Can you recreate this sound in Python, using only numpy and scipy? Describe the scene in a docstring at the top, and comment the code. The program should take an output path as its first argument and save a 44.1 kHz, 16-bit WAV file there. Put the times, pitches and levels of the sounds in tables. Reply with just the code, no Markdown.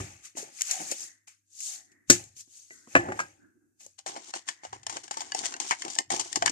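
"""In a small kitchen, hands crumple a packet, slide things over the counter and set two down hard.
Then a spoon stirs a drink in a thin plastic cup, scraping and clattering on its wall, ever closer.
Rubbing is thousands of tiny slips; a hit is a burst of noise plus the ringing of the thing struck.
Two spaced microphones with bright treble pick it up over a faint fridge hum and background noise."""
import sys
import numpy as np
from scipy import signal
from scipy.fft import rfft, irfft, next_fast_len
from scipy.io import wavfile
from scipy.ndimage import uniform_filter1d

SR = 44100
rng = np.random.default_rng(int(sys.argv[2]) if len(sys.argv) > 2 else 0)


def materialize(psi):
    """Save the field psi as 16-bit PCM at rate SR to the path in sys.argv[1].

    A 1-D psi becomes a single channel; in a 2-D psi each row is a channel.
    """
    bounded = np.clip(np.atleast_2d(psi).T, -1, 1)
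    quanta = np.round(bounded * 32767).astype(np.int16)
    wavfile.write(sys.argv[1], SR, quanta)


N = 287091

# Rustles, slides and the hiss that trails a knock.
# A rise or fall spans 30 dB; "middle" is the hiss below the treble.
# (peak time [s], rise [s], fall [s], hiss [dB], ringing [dB], middle against treble [dB])
HANDLING = [(0.0, .01, 0.31, -42.5, -45, -5), (.256, 0.04, 0.095, -45, -70, -10.5),
            (.385, 0.032, 0.12, -35.5, -45, -14), (.47, 0.15, 0.25, -54.5, -56, -5.5),
            (.63, 0.14, 0.21, -40, -76, -15.5), (.72, 0.11, 0.27, -32.5, -80, -12),
            (.817, 0.049, 0.095, -37, -39, -16), (.927, 0.17, 0.074, -36.5, -49, -14),
            (1.035, 0.19, 0.13, -39, -58, -19.5), (1.275, 0.0058, .13, -50.5, -79, -8),
            (1.6, 0.059, 0.16, -59.5, -78.5, -30), (1.68, 0.17, 0.18, -35, -92, -35),
            (1.75, 0.22, .11, -41.5, -82.5, -16.5), (2.13, 0.044, 0.083, -23, -37, -13),
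            (2.2, .05, 0.2, -48, -53, -11.5), (2.37, 0.018, 0.17, -49.5, -85, -25.5),
            (2.41, 0.066, 0.037, -43, -81, -23.5), (2.574, 0.15, 0.4, -51.5, -78.5, -23),
            (2.73, 0.053, 0.41, -54.5, -88, -28), (2.94, 0.095, 0.11, -50, -61.5, -9.5),
            (3.0, 0.042, .2, -50.5, -35.5, 0.5), (3.1, 0.17, 0.25, -57, -36.5, 0),
            (3.202, 0.12, 0.24, -51, -48, -4.5), (3.81, 0.022, .2, -52.5, -85.5, -16),
            (3.855, 0.087, 0.084, -56, -66, -18.5)]
# Creases snapping. A fade is the time to die away by 60 dB.
# (time [s], treble crack [dB], middle crack [dB], ringing [dB], pitch [Hz], crack fade [s])
SNAPS = [(.2522, -43, -53, -58, 203, 0.073), (.3514, -68, -51, -39.5, 353, .038),
         (.3706, -37.5, -65, -31.5, 640, 0.24), (.428, -36, -62, -30, 382, 0.015),
         (.5885, -52, -43, -63, 960, 0.027), (.6085, -24, -33, -47.5, 810, 0.035),
         (.618, -9.5, -28, -43, 810, 0.012), (.697, -45, -34, -40, 875, 0.015),
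         (.7106, -17, -31.5, -36, 884, 0.04), (.7975, -50, -43, -55, 286, .032),
         (.9134, -23, -46, -39, 486, 0.055), (.9198, -41, -31, -26.5, 560, 0.029),
         (1.278, -50.5, -55, -49, 916, 0.061), (1.604, -30, -50, -70, 1280, 0.037),
         (1.9164, -58, -65, -55.5, 300, 0.061), (2.2385, -38.5, -73.5, -51, 323, 0.03),
         (2.365, -46.5, -63, -44, 199.6, .061), (2.4114, -42.5, -73, -53.5, 237.7, .022),
         (3.8066, -49, -57.5, -52, 830, .065), (3.8631, -36, -86.5, -45.5, 560, 0.017)]
# The tones the packet rings with: (pitch [Hz], level [dB], fade [s])
PACKET_TONES = [(167, -4.5, 0.02), (324, 0, 0.037), (560, 0, 0.022), (810, 5.5, 0.022), (1760, 2, 0.011),
                (2220, -24, 0.01)]
# The tone colour of its hiss: (frequency [Hz], level [dB])
RUSTLE_COLOUR = [(710, -53.5), (1200, -20), (1280, -23), (1580, -20.5), (2390, -13.5), (3900, -7),
                 (4430, -4.5), (5310, -2.5), (6500, 6.5), (7540, 2.5), (10200, -10), (14000, -20),
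                 (14600, -35.5), (15200, -84)]

def packet_and_handling():
    """Surfaces catch and slip in rustles and slides, hiss trails a knock, and the packet's creases snap."""
    handling = rub(HANDLING, RUSTLE_COLOUR, PACKET_TONES, slips_per_s=8700, spread_db=2,
                   unshared=0.87, patch_gain=0.34, steepness=1.3)
    snaps = hits(SNAPS, RUSTLE_COLOUR, PACKET_TONES, rise_s=0.001, pan_db=4, upper_db=-16, octave_db=24.5)
    return handling + snaps

# Strokes of the spoon round the cup:
# (peak time [s], rise [s], fall [s], hiss [dB], ringing [dB], middle against treble [dB])
STROKES = [(3.99, 0.013, 0.043, -47.5, -78.5, -11), (4.085, 0.026, 0.11, -37, -37, -9),
           (4.175, 0.13, 0.16, -47, -46, -9.5), (4.311, 0.14, 0.011, -45.5, -52.5, -13),
           (4.36, 0.035, 0.084, -38, -42.5, -9), (4.49, 0.035, 0.093, -41.5, -51, -10),
           (4.53, .03, 0.17, -59, -71, -5), (4.648, 0.031, 0.11, -48.5, -61, -3.5),
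           (4.73, 0.0074, .1, -47.5, -42.5, -3), (4.77, .05, 0.26, -70, -63, -10),
           (4.88, 0.027, 0.23, -55, -74, -2), (4.966, 0.1, 0.11, -42.5, -46, -8.5),
           (5.036, 0.0061, 0.12, -47.5, -56, -10), (5.147, .05, 0.044, -42.5, -58, -7),
           (5.171, 0.0082, 0.44, -44, -46.5, -8), (5.388, 0.067, 0.16, -36.5, -42.5, -13),
           (5.452, 0.039, .14, -34, -57, -9.5), (5.55, 0.16, 0.28, -63.5, -47, 4),
           (5.615, 0.022, 0.25, -38.5, -45.5, -10), (5.711, 0.12, 0.079, -35.5, -66, -14.5),
           (5.817, 0.069, 0.092, -42.5, -59, -15), (5.85, 0.031, 0.22, -54.5, -41, 4.5),
           (5.951, 0.17, 0.063, -42, -66, -15), (6.005, 0.066, 0.033, -41, -38, -22),
           (6.125, 0.028, 0.19, -31, -29.5, -9.5), (6.22, .1, 0.9, -44, -52, -13),
           (6.375, 0.039, 0.023, -36, -25, -19), (6.421, 0.014, 0.12, -49, -34, -16),
           (6.475, 0.024, 0.04, -28.5, -41, 0.5)]
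# The spoon striking the cup:
# (time [s], treble crack [dB], middle crack [dB], ringing [dB], pitch [Hz], crack fade [s])
CLATTERS = [(3.9899, -34.5, -68.5, -68.5, 953, 0.014), (4.0617, -34, -41, -44, 784, 0.093),
            (4.1625, -47, -43.5, -44, 774, 0.083), (4.3374, -28.5, -29, -43, 740.3, 0.014),
            (4.4774, -36, -39, -48, 2480, 0.011), (4.4862, -28, -31, -31, 2070, .051),
            (4.6337, -58, -49.5, -53.5, 816, 0.039), (4.6498, -34, -43, -47, 840, 0.011),
            (4.7292, -41, -42.5, -45.5, 926, 0.021), (4.8312, -46.5, -56, -66.5, 886, 0.033),
            (4.8658, -24.5, -37.5, -47, 736, 0.023), (4.8953, -35.5, -44, -46, 940, 0.09),
            (4.9244, -40, -67, -51, 910, 0.04), (4.9679, -31, -36, -47, 868, 0.025),
            (5.038, -41, -82, -62.5, 390, 0.038), (5.0789, -42.5, -51, -65, 785, 0.029),
            (5.1096, -30, -39, -43, 816, 0.047), (5.1402, -40, -54, -49, 2280, .025),
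            (5.17, -31, -51, -43, 946, 0.038), (5.2051, -32.5, -46, -51, 831, 0.068),
            (5.2164, -39, -39, -47, 785, 0.016), (5.3193, -18, -27.5, -40.5, 1700, 0.0067),
            (5.3468, -23, -34, -38.5, 760, 0.02), (5.3891, -24.5, -62, -67, 333, 0.023),
            (5.435, -44, -41.5, -45, 795, 0.061), (5.4555, -24, -32, -40, 588, 0.025),
            (5.463, -24.5, -52, -58, 680, 0.021), (5.522, -40, -45, -51, 1070, 0.053),
            (5.5392, -23.5, -29, -48, 1594, 0.0081), (5.564, -38, -44, -63, 790, 0.032),
            (5.6, -22, -41, -44, 735, 0.03), (5.7084, -27.5, -26.5, -31.5, 1053, 0.069),
            (5.7164, -55, -28, -39, 2100, 0.07), (5.7234, -42, -45, -25.5, 2050, 0.011),
            (5.8202, -28.5, -32, -65, 1780, 0.024), (5.8491, -31, -40, -43.5, 322, 0.028),
            (5.88, -35, -46, -50, 369, 0.037), (5.9, -37, -72, -55, 255, 0.11),
            (5.9523, -29, -58, -69, 1110, .02), (5.962, -37, -42, -55, 787, 0.0093),
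            (5.9864, -9, -21.5, -29.5, 1780, 0.013), (6.1027, -22, -29.5, -39, 784, 0.026),
            (6.1245, -34, -45, -67, 744, 0.021), (6.1622, -24, -38, -51, 850, 0.023),
            (6.195, -25, -37, -35, 1920, 0.077), (6.2104, -29, -52, -55, 2170, 0.016),
            (6.328, -21.5, -35.5, -64, 2070, 0.017), (6.3575, -19, -29, -44, 780, 0.032),
            (6.4223, -25.5, -26.5, -33, 628, 0.033), (6.4591, -11.5, -19, -37, 1103, 0.02),
            (6.477, -28, -24, -42, 1700, .025), (6.4945, -24, -46, -37.5, 276, 0.031)]
# The tones of the cup's wall: (pitch [Hz], level [dB], fade [s])
CUP_TONES = [(180, 5, 0.011), (301.7, 13, 0.035), (380, 12, 0.035), (547.4, 0.5, 0.087), (681, 9.5, 0.052),
             (798.7, 15, 0.057), (879.5, 11, 0.064), (1023.6, 16.5, 0.025), (1177, 6.5, 0.03),
             (1700, -4.5, 0.036), (2070, -19, 0.084), (2160, -22, 0.025), (3092, -8, 0.031),
             (4690, -6, 0.025), (6200, -5, 0.021)]
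# The tone colour of the scraping: (frequency [Hz], level [dB])
SCRAPE_COLOUR = [(560, -28), (950, -4.5), (1030, -2.5), (1270, -6.5), (2120, 0), (2580, -7), (2960, -1),
                 (3870, -5), (6750, 3), (8920, -7), (10400, -24.5), (13700, -30.5), (15200, -48.5)]

def spoon_in_cup():
    """The spoon scrapes and taps the thin plastic wall, which rings briefly."""
    scrape = rub(STROKES, SCRAPE_COLOUR, CUP_TONES, slips_per_s=14000, spread_db=5.5,
                 unshared=1, patch_gain=0.32, steepness=1.32)
    taps = hits(CLATTERS, SCRAPE_COLOUR, CUP_TONES, rise_s=0.001, pan_db=12, upper_db=5.5, octave_db=12.5)
    return scrape + taps

# Things landing on the counter:
# (time [s], treble crack [dB], middle crack [dB], ringing [dB], pitch [Hz], crack fade [s])
KNOCKS = [(.0014, -47, -46, -30.5, 379, 0.091), (2.0986, -2, -15, -9.5, 274.6, 0.069),
          (2.4744, -81, -80, -61, 272, 0.036), (2.7054, -54.5, -44.5, -49, 314, 0.019),
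          (2.8724, -58, -65, -43.5, 480, 0.052), (2.9512, -28, -11.5, -8, 541.3, 0.047),
          (2.9621, -33.5, -21.5, -9, 526, 0.095), (3.0862, -50, -46, -22.5, 389, 0.044),
          (3.1193, -43, -36, -29, 830, 0.061), (3.19, -36.5, -30.5, -25.5, 1390, 0.076),
          (3.1996, -37, -36, -25, 1160, 0.09)]
# The counter's tones: (pitch [Hz], level [dB], fade [s])
COUNTER_TONES = [(112.5, -1, 0.15), (170, -17.5, 0.25), (276.5, 3.5, 0.049), (376, -9.5, 0.18),
                 (544, -4.5, 0.072), (660, -8, 0.069), (782, 3, 0.03), (970, -2, 0.017), (1051, 7, 0.017),
                 (1230, 4.5, 0.03), (1487, -1.5, 0.037), (1780, -7.5, 0.14), (2095, -13, .03),
                 (2400, -18.5, 0.028)]
# The tone colour of a knock's crack: (frequency [Hz], level [dB])
CRACK_COLOUR = [(700, -30), (1300, -17.5), (2300, -11), (3400, -15.5), (4600, -5.5), (6600, 3.5),
                (8000, -3), (10400, -18), (14000, -28.5), (15200, -50.5)]

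def counter_knocks():
    """A thing set down makes a sharp crack and sets the counter ringing."""
    return hits(KNOCKS, CRACK_COLOUR, COUNTER_TONES, rise_s=0.0014, pan_db=4.5, upper_db=5.5, octave_db=10)

# Soft thuds through the counter: (peak time [s], rise [s], fall [s], level [dB])
THUDS = [(0.0, .01, 0.19, -36), (.9, .4, 0.27, -76), (2.105, 0.031, 0.32, -45), (2.96, 0.02, 0.34, -37.5),
         (3.12, 0.075, 0.24, -50), (3.85, 0.22, .8, -78), (4.75, .15, 0.51, -60.5), (4.92, .3, 0.35, -62.5),
         (5.42, .5, 0.37, -69), (5.89, 0.14, .3, -72), (6.15, 0.12, .2, -55), (6.45, 0.18, .2, -50)]

def counter_thuds():
    """Lumpy noise swells in one low tone of the counter."""
    rumble = rms_one(ring(rng.standard_normal(N), hz=103, fade_s=0.07))
    return loudness(swells(THUDS), np.transpose(THUDS)[3]) * rumble

def kitchen_echo(x, fade_s=0.19, dull_hz=2300):
    """Sound bounces between the walls along eight paths a side, duller on every round."""
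    size = next_fast_len(N + SR)
    hz = np.arange(size // 2 + 1) * SR / size
    dull = 1 / (1 + 1j * hz / dull_hz) ** 0.1
    sides = []
    for delays_s in rng.uniform(0.0053, 0.02, (2, 8)) * SR // 1 / SR:
        trips = [from_db(-60 * s / fade_s) * dull * np.exp(-2j * np.pi * hz * s) for s in delays_s]
        walls = sum(trip / (1 - trip) * (-1) ** k for k, trip in enumerate(trips))
        sides.append(irfft(rfft(x, size) * walls, size)[:N])
    return np.array(sides)

def fridge_hum(hz=100, wander_hz=3):
    """A mains hum that wavers a little."""
    wander = np.cumsum(rng.standard_normal(N)) * np.sqrt(2 * np.pi * wander_hz / SR)
    phase = 2 * np.pi * hz * np.arange(N) / SR + uniform_filter1d(wander, 2000)
    return from_db(-83) * np.sqrt(2) * np.sin(phase)

# Background noise over time: (peak time [s], rise [s], fall [s], then the level of each band [dB])
BACKGROUND_LEVELS = [(.76, 0.11, 0.22, -79.5, -45, -75, -60), (1.098, 0.25, 0.21, -73, -85.5, -97, -60.5),
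                     (1.72, 0.098, 0.24, -83, -64, -80, -85), (1.82, .3, 0.037, -74.5, -71, -88.5, -64.5),
                     (1.95, 0.22, 0.42, -70, -92.5, -93.5, -67.5),
                     (2.74, .05, 0.58, -67.5, -85.5, -67, -65), (3.45, .12, .2, -60.5, -85, -65.5, -86),
                     (3.57, 0.036, 0.082, -62, -93, -82.5, -95), (3.62, 0.042, 0.38, -68.5, -93, -81, -98),
                     (4.6, 0.55, 1.6, -80, -82.5, -90.5, -65), (5.5, 1, 1.2, -62.5, -76, -75, -75)]
# Its four bands: (pitch [Hz], fade [s])
BACKGROUND_BANDS = [(310, .02), (760, .015), (1600, .008), (1900, .006)]

def background_bands():
    """Faint narrow bands of background noise fade in and out."""
    noise = rng.standard_normal((2, N))
    bands = [rms_one(ring(ring(noise, hz, fade), hz, fade)) for hz, fade in BACKGROUND_BANDS]
    levels_db = np.transpose(BACKGROUND_LEVELS)[3:]
    return sum(loudness(swells(BACKGROUND_LEVELS), db) * band for db, band in zip(levels_db, bands))

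# The tone colour of the quiet room: (frequency [Hz], level [dB])
AIR_COLOUR = [(15, -55.5), (25, -18.5), (231, -21), (318, -13), (415, -41), (1460, -49.5), (1630, -20.5),
              (1860, -51.5), (2630, -32.5), (2850, -49), (5140, -36.5), (6370, -25.5), (15000, -35.5)]

def room_air():
    """Each microphone hears a faint, steady noise of its own."""
    return from_db(-81.5) * np.array([coloured(noise, AIR_COLOUR) for noise in rng.standard_normal((2, N))])

def rub(rows, colour, tones, slips_per_s, spread_db, unshared, patch_gain, steepness):
    """Many tiny slips hiss; fewer make the object ring. Steepness sharpens the ringing's swells."""
    swell_db = swells(rows)
    hiss_db, ringing_db, middle_db = np.transpose(rows)[3:]
    shared = grit(slips_per_s, spread_db)
    own = np.array([grit(slips_per_s, spread_db) for microphone in range(2)])
    slips = np.sqrt(1 - unshared) * shared + np.sqrt(unshared) * own
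    slips += patch_gain * surface_patches(slips)
    middle, treble = middle_and_treble(np.array([coloured(side, colour) for side in slips]))
    hiss = loudness(swell_db, hiss_db) * treble + loudness(swell_db, hiss_db + middle_db) * middle
    pushes = grit(slips_per_s / 11, spread_db)
    ringing = sum(from_db(db) * ring(pushes, hz, fade) * (-1) ** k for k, (hz, db, fade) in enumerate(tones))
    return panned(hiss, pan_db=4) + loudness(steepness * swell_db, ringing_db) * rms_one(ringing)

def grit(per_s, spread_db):
    """Random slips of uneven size, as when two surfaces catch and let go."""
    sizes = from_db(spread_db * np.minimum(rng.exponential(1, N), 5)) * rng.choice([-1, 1], N)
    return rms_one(sizes * (rng.random(N) < per_s / SR))

def surface_patches(slips, cycles=40):
    """Slips ring one small patch of the surface at a time, each at its own pitch."""
    pitches = np.geomspace(1300, 13000, 14)
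    touched = rng.integers(0, len(pitches), N // 256 + 1).repeat(256)[:N]  # picked about every 6 ms
    return rms_one(sum(hz * ring(slips * (touched == k), hz, cycles / hz) for k, hz in enumerate(pitches)))

def hits(rows, colour, tones, rise_s, pan_db, upper_db, octave_db):
    """Each hit is a burst of noise plus ringing tones, weaker by octave_db per octave from its pitch."""
    treble_gain, middle_gain, ringing = np.zeros((3, 2, N))
    age = np.arange(SR // 7) / SR
    onset = 1 - np.exp(-(age / rise_s) ** 2)
    tick = 1 + 0.78 * np.exp(-age / 0.00068)  # the sharp first contact
    tone_hz, tone_db, tone_fade = np.transpose(tones)[:, :, None]
    chances = rng.normal(0, 1, (len(rows), 3, len(tones), 1))
    for (time, treble_db, middle_db, ringing_db, hz, fade), (luck, bend, lean) in zip(rows, chances):
        start = round(time * SR)
        span = slice(start, start + len(age))
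        burst = panned(from_db(-60 * age / fade) * onset * tick, pan_db)[:, :N - start]
        treble_gain[:, span] += from_db(treble_db) * burst
        middle_gain[:, span] += from_db(middle_db) * burst
        # grip and load shift the tones, so that the nearest lands on the hit's pitch
        octaves = np.log2(tone_hz / hz)
        distance = abs(octaves)
        detune = 0.077 * bend * np.minimum(9 * distance, 1)
        pitch = tone_hz * 2 ** (detune - octaves[np.argmin(distance)])
        upper = from_db(middle_db + upper_db) * (tone_hz > 1300)  # high tones follow the crack
        strength = from_db(ringing_db - octave_db * distance) + upper
        heights = strength * from_db(tone_db + 3 * luck - 60 * age / tone_fade) * onset
        for side, turn in enumerate((-0.15, 0.15)):  # tones meet the two microphones out of step
            waves = np.sin(2 * np.pi * pitch * age + 2.8 * luck + turn * lean)
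            ringing[side, span] += np.sum(heights * waves, axis=0)[:N - start]
    middle, treble = middle_and_treble(coloured(rng.standard_normal(N), colour))
    return treble_gain * treble + middle_gain * middle + ringing

def swells(rows):
    """Each row's level in dB, every 32 samples: a rounded climb to its peak, then a straight fall."""
    peak, rise, fall = np.transpose(rows)[:3, :, None]
    late = np.arange(0, N + 32, 32) / SR - peak
    return -30 * np.where(late < 0, (abs(late) / rise) ** 1.8, late / fall)

def loudness(swell_db, level_db):
    """Adds the power of the swells into one gain per sample."""
    power = np.sum(from_db(swell_db + level_db[:, None]) ** 2, axis=0)
    return np.interp(np.arange(N) / 32, np.arange(len(power)), np.sqrt(power))

def ring(x, hz, fade_s):
    """Every click in x starts a dying tone."""
    decay, step = from_db(-60 / (fade_s * SR)), 2 * np.pi * hz / SR
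    return signal.lfilter([0, np.sin(step)], [1, -2 * decay * np.cos(step), decay ** 2], x + 1e-18)

def coloured(x, colour):
    """Gives x a tone colour while keeping its clicks sharp (a minimum-phase filter)."""
    hz, db = np.transpose(colour)
    grid_hz = np.maximum(np.arange(4097) * SR / 8192, 1)
    gains = from_db(np.interp(np.log(grid_hz), np.log(hz), db))
    cepstrum = irfft(np.log(gains))
    cepstrum[1:4096] *= 2  # folding moves the energy to the start of the pulse
    cepstrum[4097:] = 0
    pulse = irfft(np.exp(rfft(cepstrum)))[:4096]
    return signal.fftconvolve(x, pulse / np.sqrt(np.sum(pulse ** 2)))[:N]

def middle_and_treble(x):
    """Splits x into a lower and an upper part of equal strength."""
    middle = signal.sosfilt(signal.butter(7, 2470, fs=SR, output="sos"), x)
    treble = signal.sosfilt(signal.butter(3, 3290, "high", fs=SR, output="sos"), x)
    return rms_one(middle), -rms_one(treble)  # flipped, so the parts add where they meet

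def panned(x, pan_db):
    """Makes the left side louder than the right by pan_db."""
    return x * from_db([[pan_db / 2], [-pan_db / 2]])

def left_first(x, lead_s):
    """The sound reaches the right microphone later."""
    lag = round(lead_s * SR)
    return np.array([x[0], np.pad(x[1], (lag, 0))[:N]])

def from_db(db):
    """Turns decibels into a gain."""
    return 10 ** (np.asarray(db) / 20)

def rms_one(x):
    """Scales x to an average strength (rms) of 1."""
    return x / np.sqrt(np.mean(x ** 2) + 1e-20)

def scene():
    """Packet, spoon and knocks reach the left microphone first, then fill the kitchen."""
    near = left_first(packet_and_handling() + spoon_in_cup(), lead_s=0.0004)
    near += left_first(counter_knocks(), lead_s=0.00024)
    echo = from_db(-20.5) * kitchen_echo(near.mean(axis=0))
    return near + echo + counter_thuds() + fridge_hum() + background_bands() + room_air()

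def record(dry, bass_hz=85, top_hz=15370):
    """The microphones drop the deep bass, clip any peak that is too loud and cut the highest treble."""
    thin = signal.sosfilt(signal.butter(2, bass_hz, "high", fs=SR, output="sos"), dry)
    return signal.sosfilt(signal.cheby2(16, 100, top_hz, fs=SR, output="sos"), np.clip(thin, -1, 1))

dry = scene()
out = record(dry)
materialize(out)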